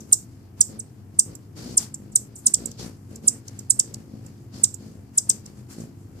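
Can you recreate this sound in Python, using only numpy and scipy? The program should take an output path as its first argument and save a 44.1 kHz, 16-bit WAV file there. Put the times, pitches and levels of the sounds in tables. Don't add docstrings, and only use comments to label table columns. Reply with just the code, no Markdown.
import sys
import numpy as np
from scipy import signal
from scipy.fft import rfft, irfft, next_fast_len
from scipy.io import wavfile
from scipy.ndimage import uniform_filter1d, map_coordinates

SR = 44100
rng = np.random.default_rng(int(sys.argv[2]) if len(sys.argv) > 2 else 0)


def unload_audio(sound):
    columns = np.transpose(np.atleast_2d(sound))
    steps = np.round(np.clip(columns, -1, 1) * 32767)
    wavfile.write(sys.argv[1], SR, steps.astype(np.int16))


def amplitude_ratio(level_db):
    exponent = np.asarray(level_db, float) / 20
    return 10 ** exponent


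N = 273420

# frequency in Hz, level in dB per Hz.
AIR_SPECTRUM = [(18, -80), (30, -34), (107, -3), (189, -14), (233, -13.5), (434, -23), (469, -28),
                (608, -39.5), (657, -29.5), (4360, -63.5), (14800, -47.5)]
# frequency in Hz, left-right likeness from 0 to 1.
PORT_LIKENESS = [(60, 0.98), (240, 0.88), (930, 0.16), (3640, 0.021), (14300, 0.13)]
# frequency in Hz, left minus right in dB.
PORT_BALANCE = [(60, 4), (150, 2), (370, 2.5), (930, 2.5), (2310, 5.5), (5750, 1), (14300, -0.5)]

# start in seconds, engine cycles in Hz, level in dB.
ENGINE_DRIFT = [
    (0, 23.68, -56),
    (.35, 23.62, -41.5),
    (.8, 23.85, -51),
    (1.9, 24.1, -41.5),
    (2.3, 24.35, -49),
    (4, 24.4, -43),
    (5.4, 24.6, -46.5),
    (6.2, 24.43, -43),
]
# multiple of the cycle, level in dB.
ENGINE_ORDERS = [(3, -8.5), (4, 6.5), (5, 5.5), (6, -5), (7, -14), (8, -8.5), (9, -11.5), (10, -21.5),
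                 (11, -1.5), (12, -15.5), (14, -4)]

# frequency in Hz, level in dB per Hz.
STROKE_SPECTRUM = [(18, -40), (30, -22.5), (75, -7), (102, -6.5), (214, -0.5), (297, -8), (526, -15),
                   (706, -24.5), (1500, -51.5), (1950, -49.5), (3300, -120)]
# frequency in Hz, level in dB per Hz.
FEATHER_SPECTRUM = [(1800, -28), (3000, -12), (3800, -8), (4600, 0), (6000, -2), (7500, -1), (9500, -8),
                    (12500, -12), (14800, -16)]
# time in seconds, thrum level in dB.
HOVER_LEVEL = [
    (0, -52),
    (.5, -52.5),
    (1.05, -55.5),
    (1.5, -52),
    (2.2, -49),
    (3.05, -52),
    (4.3, -49),
    (5.05, -51),
    (5.6, -46.5),
    (6.2, -52.5),
]
# start in seconds, hold in seconds,
# thrum level in dB, swish level in dB.
DART_EVENTS = [(0.0, .02, -43, -68.5), (0.095, .03, -45.5, -63), (0.592, .02, -42, -60),
               (0.7, .07, -39, -63), (1.151, .07, -47, -72), (1.268, .07, -41, -63.5),
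               (1.58, .07, -37, -55), (1.67, .07, -36, -57.5), (1.8, .03, -41, -50.5),
               (2.46, .04, -40.5, -58.5), (2.582, .1, -38, -59), (2.8, .07, -34.5, -53),
               (3.11, .05, -40, -63.5), (3.243, .02, -37, -59.5), (3.32, .04, -42, -60.5),
               (3.47, .14, -46, -63), (3.762, .25, -43, -64.5), (4.139, .02, -42.5, -86),
               (4.25, .03, -48.5, -64.5), (4.544, .1, -41, -59), (4.809, .07, -42.5, -65.5),
               (5.155, .02, -46.5, -60), (5.282, .08, -43.5, -61), (5.463, 0.025, -47.5, -63),
               (5.58, .02, -48, -65.5), (5.71, .02, -46.5, -56.5), (5.787, 0.049, -36.5, -61.5),
               (6.18, .04, -43, -66.5)]

# time in seconds, peak in dB, left minus right in dB.
BILL_TICKS = [
    (0.1154, -34.5, -13.5),
    (1.1835, -52, -8.5),
    (3.267, -28.5, -6.5),
    (4.618, -55, -18),
    (5.167, -45, 15),
]

# time of passing 7 kHz in seconds, peak in dB, lead-in in ms,
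# top pitch in Hz, left minus right in dB.
NEAR_CHIPS = [(0.1315, -3.5, 9.3, 9340, -0.5), (0.6128, -5, 7.3, 9085, -4), (1.197, -6.5, 9.1, 9155, -0.4),
              (1.7803, -7.5, 11, 9080, 3), (2.1613, -8, 8.3, 9230, 1), (2.4694, -7.5, 11, 8960, -0.2),
              (2.5445, -10.5, 7.8, 8704, -1), (3.284, -7, 12, 9150, -2), (3.7085, -9.5, 11, 9055, -6.5),
              (3.7989, -10, 7.8, 8510, -1.5), (4.6427, -8.5, 8.5, 8534, -5), (5.1839, -9, 11, 9090, 2.3),
              (5.3, -8, 8.3, 8990, 5)]
# time of passing 7 kHz in seconds, peak in dB, lead-in in ms,
# top pitch in Hz, left minus right in dB.
FAR_CHIPS = [
    (0.8016, -27.5, 12, 8800, -1),
    (1.3541, -32, 2.8, 10020, -12.5),
    (1.946, -25, 5.2, 9420, -0.5),
    (2.6607, -22.5, 4.6, 9530, -9),
    (3.1594, -29.5, 2.4, 9500, -4.5),
    (3.5929, -26, 2.9, 8520, -8.5),
    (4.266, -40, 2.6, 8300, -17.5),
    (4.745, -28.5, 4.2, 9700, -12.5),
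]
# time of passing 7 kHz in seconds,
# peak in dB, lead-in in ms, # top pitch in Hz, left minus right in dB.
LOW_CHIPS = [
    (2.7135, -29.5, 0.77, 8670, -1),
    (3.4795, -27, 0.73, 8790, -0.5),
    (3.9413, -23, 1.1, 8134, -7.5),
    (5.4601, -32.5, 1.8, 8670, -7),
]
# time of passing 7 kHz in seconds, peak in dB,
# lead-in in ms, top pitch in Hz, left minus right in dB.
HIDDEN_CHIPS = [
    (.001, -58, 2.2, 8720, 0.6),
    (2.12, -68.5, 6.6, 9170, 0),
    (2.357, -59, 7.5, 9900, 0.78),
    (2.385, -66, 14, 9880, 2),
    (5.801, -62, 4.4, 8530, 0),
]
# pitch in Hz, level in dB.
SYRINX_LEVEL = [(1500, -45.5), (3000, -23.5), (4500, -18), (5500, -1), (6500, -6), (7500, -0.5), (9900, 1)]
# frequency in Hz, gain in dB.
LEFT_PORT_TONE = [(1300, -45), (2600, -12), (4000, -2), (5500, -1), (6000, 2), (6700, 4.5), (7500, 3),
                  (8000, .5), (8500, -3), (9000, -6), (10500, -4), (14000, -7)]
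# frequency in Hz, gain in dB.
RIGHT_PORT_TONE = [(1300, -50), (2600, -17), (4000, -9), (5500, -8), (6500, -8), (7000, 3), (7500, 7.5),
                   (8000, 7.5), (8500, 3), (9000, -2), (10500, -3), (14000, -9)]
# delay in ms, left level in dB, right level in dB.
BOUNCES = [
    (6.1, -17.5, -28.5),
    (13, -21, -19.5),
]
# frequency in Hz, decay time to -60 dB in seconds.
YARD_DECAY = [(3000, 0.45), (8000, 0.2), (10500, .33), (14000, 0.47)]

ARCH_HZ_PER_MS = 185
YARD_EDGE_S, YARD_EDGE_T60_S = .11, .12
DART_RISE_S, DART_T60_S = .03, .28
HOVER_SWISH_DB, HOVER_SWAY_DB = -68.5, 2.5
HOVER_HZ, HZ_PER_DB, BEAT_LAG_S = 48.97, 0.91, .2
HISS_GROWS, HISS_DB = 1.46, -65
HISS_SPLIT_HZ, HISS_PATCHY_DB = 6200, 3


def unit(x):
    return x / np.sqrt(np.mean(x ** 2) + 1e-20)


def along(points, hz):
    f, v = np.transpose(points)
    return np.interp(np.log(hz + 1), np.log(f + 1), v)


def curves(rows):
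    s, *cols = np.transpose(rows)
    return [np.interp(np.arange(N) / SR, s, c) for c in cols]


def wobble(rate):
    knots = rng.standard_normal(int(N * rate / SR) + 4)
    return map_coordinates(knots, [np.arange(N) * rate / SR])


def filtered(x, response):
    length = x.shape[-1]
    m = next_fast_len(length + 8192)
    return irfft(rfft(x, m) * response(np.fft.rfftfreq(m, 1 / SR)), m)[..., :length]


def balance(left_minus_right_db):
    return amplitude_ratio([[left_minus_right_db / 2], [-left_minus_right_db / 2]])


def spread(shared, spectrum):
    def mid_side(hz):
        turn = np.arccos(np.clip(along(PORT_LIKENESS, hz), -1, 1)) / 2
        return amplitude_ratio(along(spectrum, hz)) * [np.cos(turn), np.sin(turn)]

    pair = np.array([shared, np.roll(shared, SR // 30)])
    mid, side = filtered(pair, mid_side)
    stereo = np.array([mid + side, mid - side])
    return unit(filtered(stereo, lambda hz: amplitude_ratio(along(PORT_BALANCE, hz) * [[.5], [-.5]])))


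def air():
    return amplitude_ratio(-47 + 0.43 * wobble(8.6)) * spread(rng.standard_normal(N), AIR_SPECTRUM)


def engine():
    cycle_hz, level_db = curves(ENGINE_DRIFT)
    phase = 2 * np.pi * np.cumsum(cycle_hz) / SR
    drone = np.zeros(N)
    for order, order_db in ENGINE_ORDERS:
        fading = amplitude_ratio(order_db + 3.3 * wobble(7.8))
        drone += fading * np.sin(order * phase + order + .8 * wobble(5))
    return amplitude_ratio(level_db - 2.5) * unit(drone) * balance(0.6)


def flight():
    start, hold, *peak_db = np.transpose(DART_EVENTS)[..., None]
    t = np.arange(0, N, 64) / SR
    rise = np.clip(1 + (t - start) / DART_RISE_S, 0, 1)
    shape = rise * amplitude_ratio(-60 * np.maximum(t - start - hold, 0) / DART_T60_S)
    hover_thrum_db = curves(HOVER_LEVEL)[0] + HOVER_SWAY_DB * wobble(9)
    hover_swish_db = HOVER_SWISH_DB + .3 * (hover_thrum_db + 52)
    levels = []
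    for db, hover_db in zip(peak_db, (hover_thrum_db, hover_swish_db)):
        dart_power = np.sum((amplitude_ratio(db) * shape) ** 2, axis=0)
        dart_power = np.interp(np.arange(N) / SR, t, dart_power)
        levels.append(10 * np.log10(dart_power + amplitude_ratio(hover_db) ** 2))
    return levels


def wings():
    thrum_db, swish_db = flight()
    effort_db = np.maximum(uniform_filter1d(thrum_db, int(BEAT_LAG_S * SR)) + 50, 0)
    beat_hz = HOVER_HZ + HZ_PER_DB * effort_db
    turns = np.cumsum(beat_hz * (1 + .012 * wobble(20))) / SR

    strokes = np.diff(np.floor(2 * turns), prepend=0) * np.where(turns % 1 < .5, 1, .35)
    others = np.diff(np.floor(turns + .25 * wobble(6.7)), prepend=0)
    pulses = unit((strokes + 0.95 * others) * amplitude_ratio(2.6 * rng.standard_normal(N)))
    thrum = spread(pulses + .5 * rng.standard_normal(N), STROKE_SPECTRUM)

    gate = 1 + 0.15 * np.cos(2 * np.pi * turns)
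    hiss = spread(gate * amplitude_ratio(.8 * wobble(220)) * rng.standard_normal(N), FEATHER_SPECTRUM)
    dull = filtered(hiss, lambda hz: 1 / (1 + (hz / HISS_SPLIT_HZ) ** 8))
    bright = amplitude_ratio(-0.5) * (hiss - dull)
    hiss = amplitude_ratio(HISS_PATCHY_DB * wobble(18)) * dull + amplitude_ratio(HISS_PATCHY_DB * wobble(14)) * bright

    downwash = spread(gate * rng.standard_normal(N),
                      [(400, -41.0), (700, 0.5), (1500, -3), (2800, -8), (4000, -16.5)])
    hiss_db = HISS_GROWS * (swish_db + 67.5) + HISS_DB
    return amplitude_ratio(thrum_db - 2.0) * thrum + amplitude_ratio(hiss_db) * hiss + amplitude_ratio(swish_db + 3.0) * downwash


def ticks():
    out, t = np.zeros((2, N)), np.arange(SR // 200) / SR
    for s, db, pan_db in BILL_TICKS:
        noise = uniform_filter1d(rng.standard_normal(len(t) + 1), size=3)
        snap = amplitude_ratio(db - 60 * t / 0.0053) * np.diff(noise)
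        out[:, round(s * SR):][:, :len(t)] += snap * balance(pan_db)
    return out


def yard_tail():
    length = SR // 5
    hz, t, z = signal.stft(rng.standard_normal((2, length)), SR, nperseg=256)
    fall_db = -60 * t / along(YARD_DECAY, hz)[:, None]
    fall_db = fall_db - 60 * np.maximum(t - YARD_EDGE_S, 0) / YARD_EDGE_T60_S
    tail = signal.istft(z * amplitude_ratio(fall_db), SR, nperseg=256)[1][:, :length]
    tail = tail * (1 + 2.3 * amplitude_ratio(-60 * np.arange(length) / SR / 0.032))
    return np.pad(tail / np.linalg.norm(tail[0]), ((0, 0), (130, 0)))


def surroundings(wet_db):
    space = amplitude_ratio(wet_db) * yard_tail()
    space[:, 0] = 1
    for echo_ms, *echo_db in BOUNCES:
        at = round((echo_ms + rng.normal(0, .25)) * SR / 1000)
        space[:, at] += amplitude_ratio(np.array(echo_db) + rng.normal(0, 3, 2))
    return space


def syrinx(db, lead_ms, top_hz, overtone_db, rasp_db):
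    ms = np.arange(-SR // 40, SR // 80) / SR * 1000
    arch_ms = (top_hz - 7000) / ARCH_HZ_PER_MS
    hz = np.maximum(top_hz - (top_hz - 7000) * np.abs(1 + ms / arch_ms) ** 2.5, 900)
    hz = np.maximum(hz - 45 * np.maximum(ms - 1, 0) ** 3, 900)
    phase = 2 * np.pi * np.cumsum(hz) / SR

    onset = np.clip(ms + lead_ms + .8, 0, 1) * amplitude_ratio(np.minimum(3.2 * (ms + lead_ms - 4.2), 0))
    tremble_db = unit(uniform_filter1d(rng.standard_normal(len(ms)), size=60))
    level = amplitude_ratio(db + along(SYRINX_LEVEL, hz) + tremble_db) * onset * (hz > 900)
    waver = unit(uniform_filter1d(rng.standard_normal(len(ms)), size=30))
    octave = amplitude_ratio(db + overtone_db - .7 * (ms - 3.2) ** 2 + 2.5 * waver) * (hz > 2500)
    burst_db = -.12 * (ms - 1) ** 2
    breath = unit(np.diff(rng.standard_normal(len(ms) + 2), n=2))
    rasp = amplitude_ratio(rasp_db + burst_db) * level * breath
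    return level * np.sin(phase) + octave * np.sin(2 * phase) + rasp


def chips(rows, overtone_db, lag_ms, wet_db, rasp_db, tilt_db):
    out = np.zeros((2, N + 2 * SR))
    for s, db, lead_ms, top_hz, pan_db in rows:
        call = syrinx(db, lead_ms, top_hz, overtone_db, rasp_db)
        heard = signal.fftconvolve(call[None], surroundings(wet_db), axes=1)
        lag_s = np.array([[lag_ms + rng.normal(0, 0.072)], [0]]) / 1000
        delay = s * SR % 1 / SR + lag_s
        left_tilt_db = tilt_db + (top_hz - 9100) / 260
        tilts = np.array([[left_tilt_db], [tilt_db]])

        def arrival(f):
            tone = amplitude_ratio(tilts * (np.clip(f, 3500, 9500)[None] - 7200) / 1000)
            return balance(pan_db) * tone * np.exp(-2j * np.pi * f * delay)

        heard = filtered(heard, arrival)
        out[:, SR + int(s * SR) - SR // 40:][:, :heard.shape[1]] += heard
    return filtered(out[:, SR:SR + N],
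                    lambda f: amplitude_ratio([along(LEFT_PORT_TONE, f), along(RIGHT_PORT_TONE, f)]))


def scene():
    near = chips(NEAR_CHIPS, overtone_db=-7.5, lag_ms=-0.2502, wet_db=-12, rasp_db=-10.5, tilt_db=-0.5)
    far = chips(FAR_CHIPS, overtone_db=-20, lag_ms=0.019, wet_db=-11.0, rasp_db=-6.5, tilt_db=1.0)
    low = chips(LOW_CHIPS, overtone_db=-5, lag_ms=0.98, wet_db=-20, rasp_db=-3.0, tilt_db=-1.5)
    hidden = chips(HIDDEN_CHIPS, overtone_db=-2, lag_ms=0.053, wet_db=24, rasp_db=-4, tilt_db=-1)
    return air() + engine() + wings() + ticks() + near + far + low + hidden


def low_pass(x):
    return signal.sosfilt(signal.butter(12, 14910, fs=SR, output="sos"), x)


def record(dry):
    band = filtered(dry, lambda hz: 1 / (1 + (hz / 14850) ** 60))
    mix = np.clip(band, -1, 1)
    return low_pass(mix)


dry = scene()
out = record(dry)
unload_audio(out)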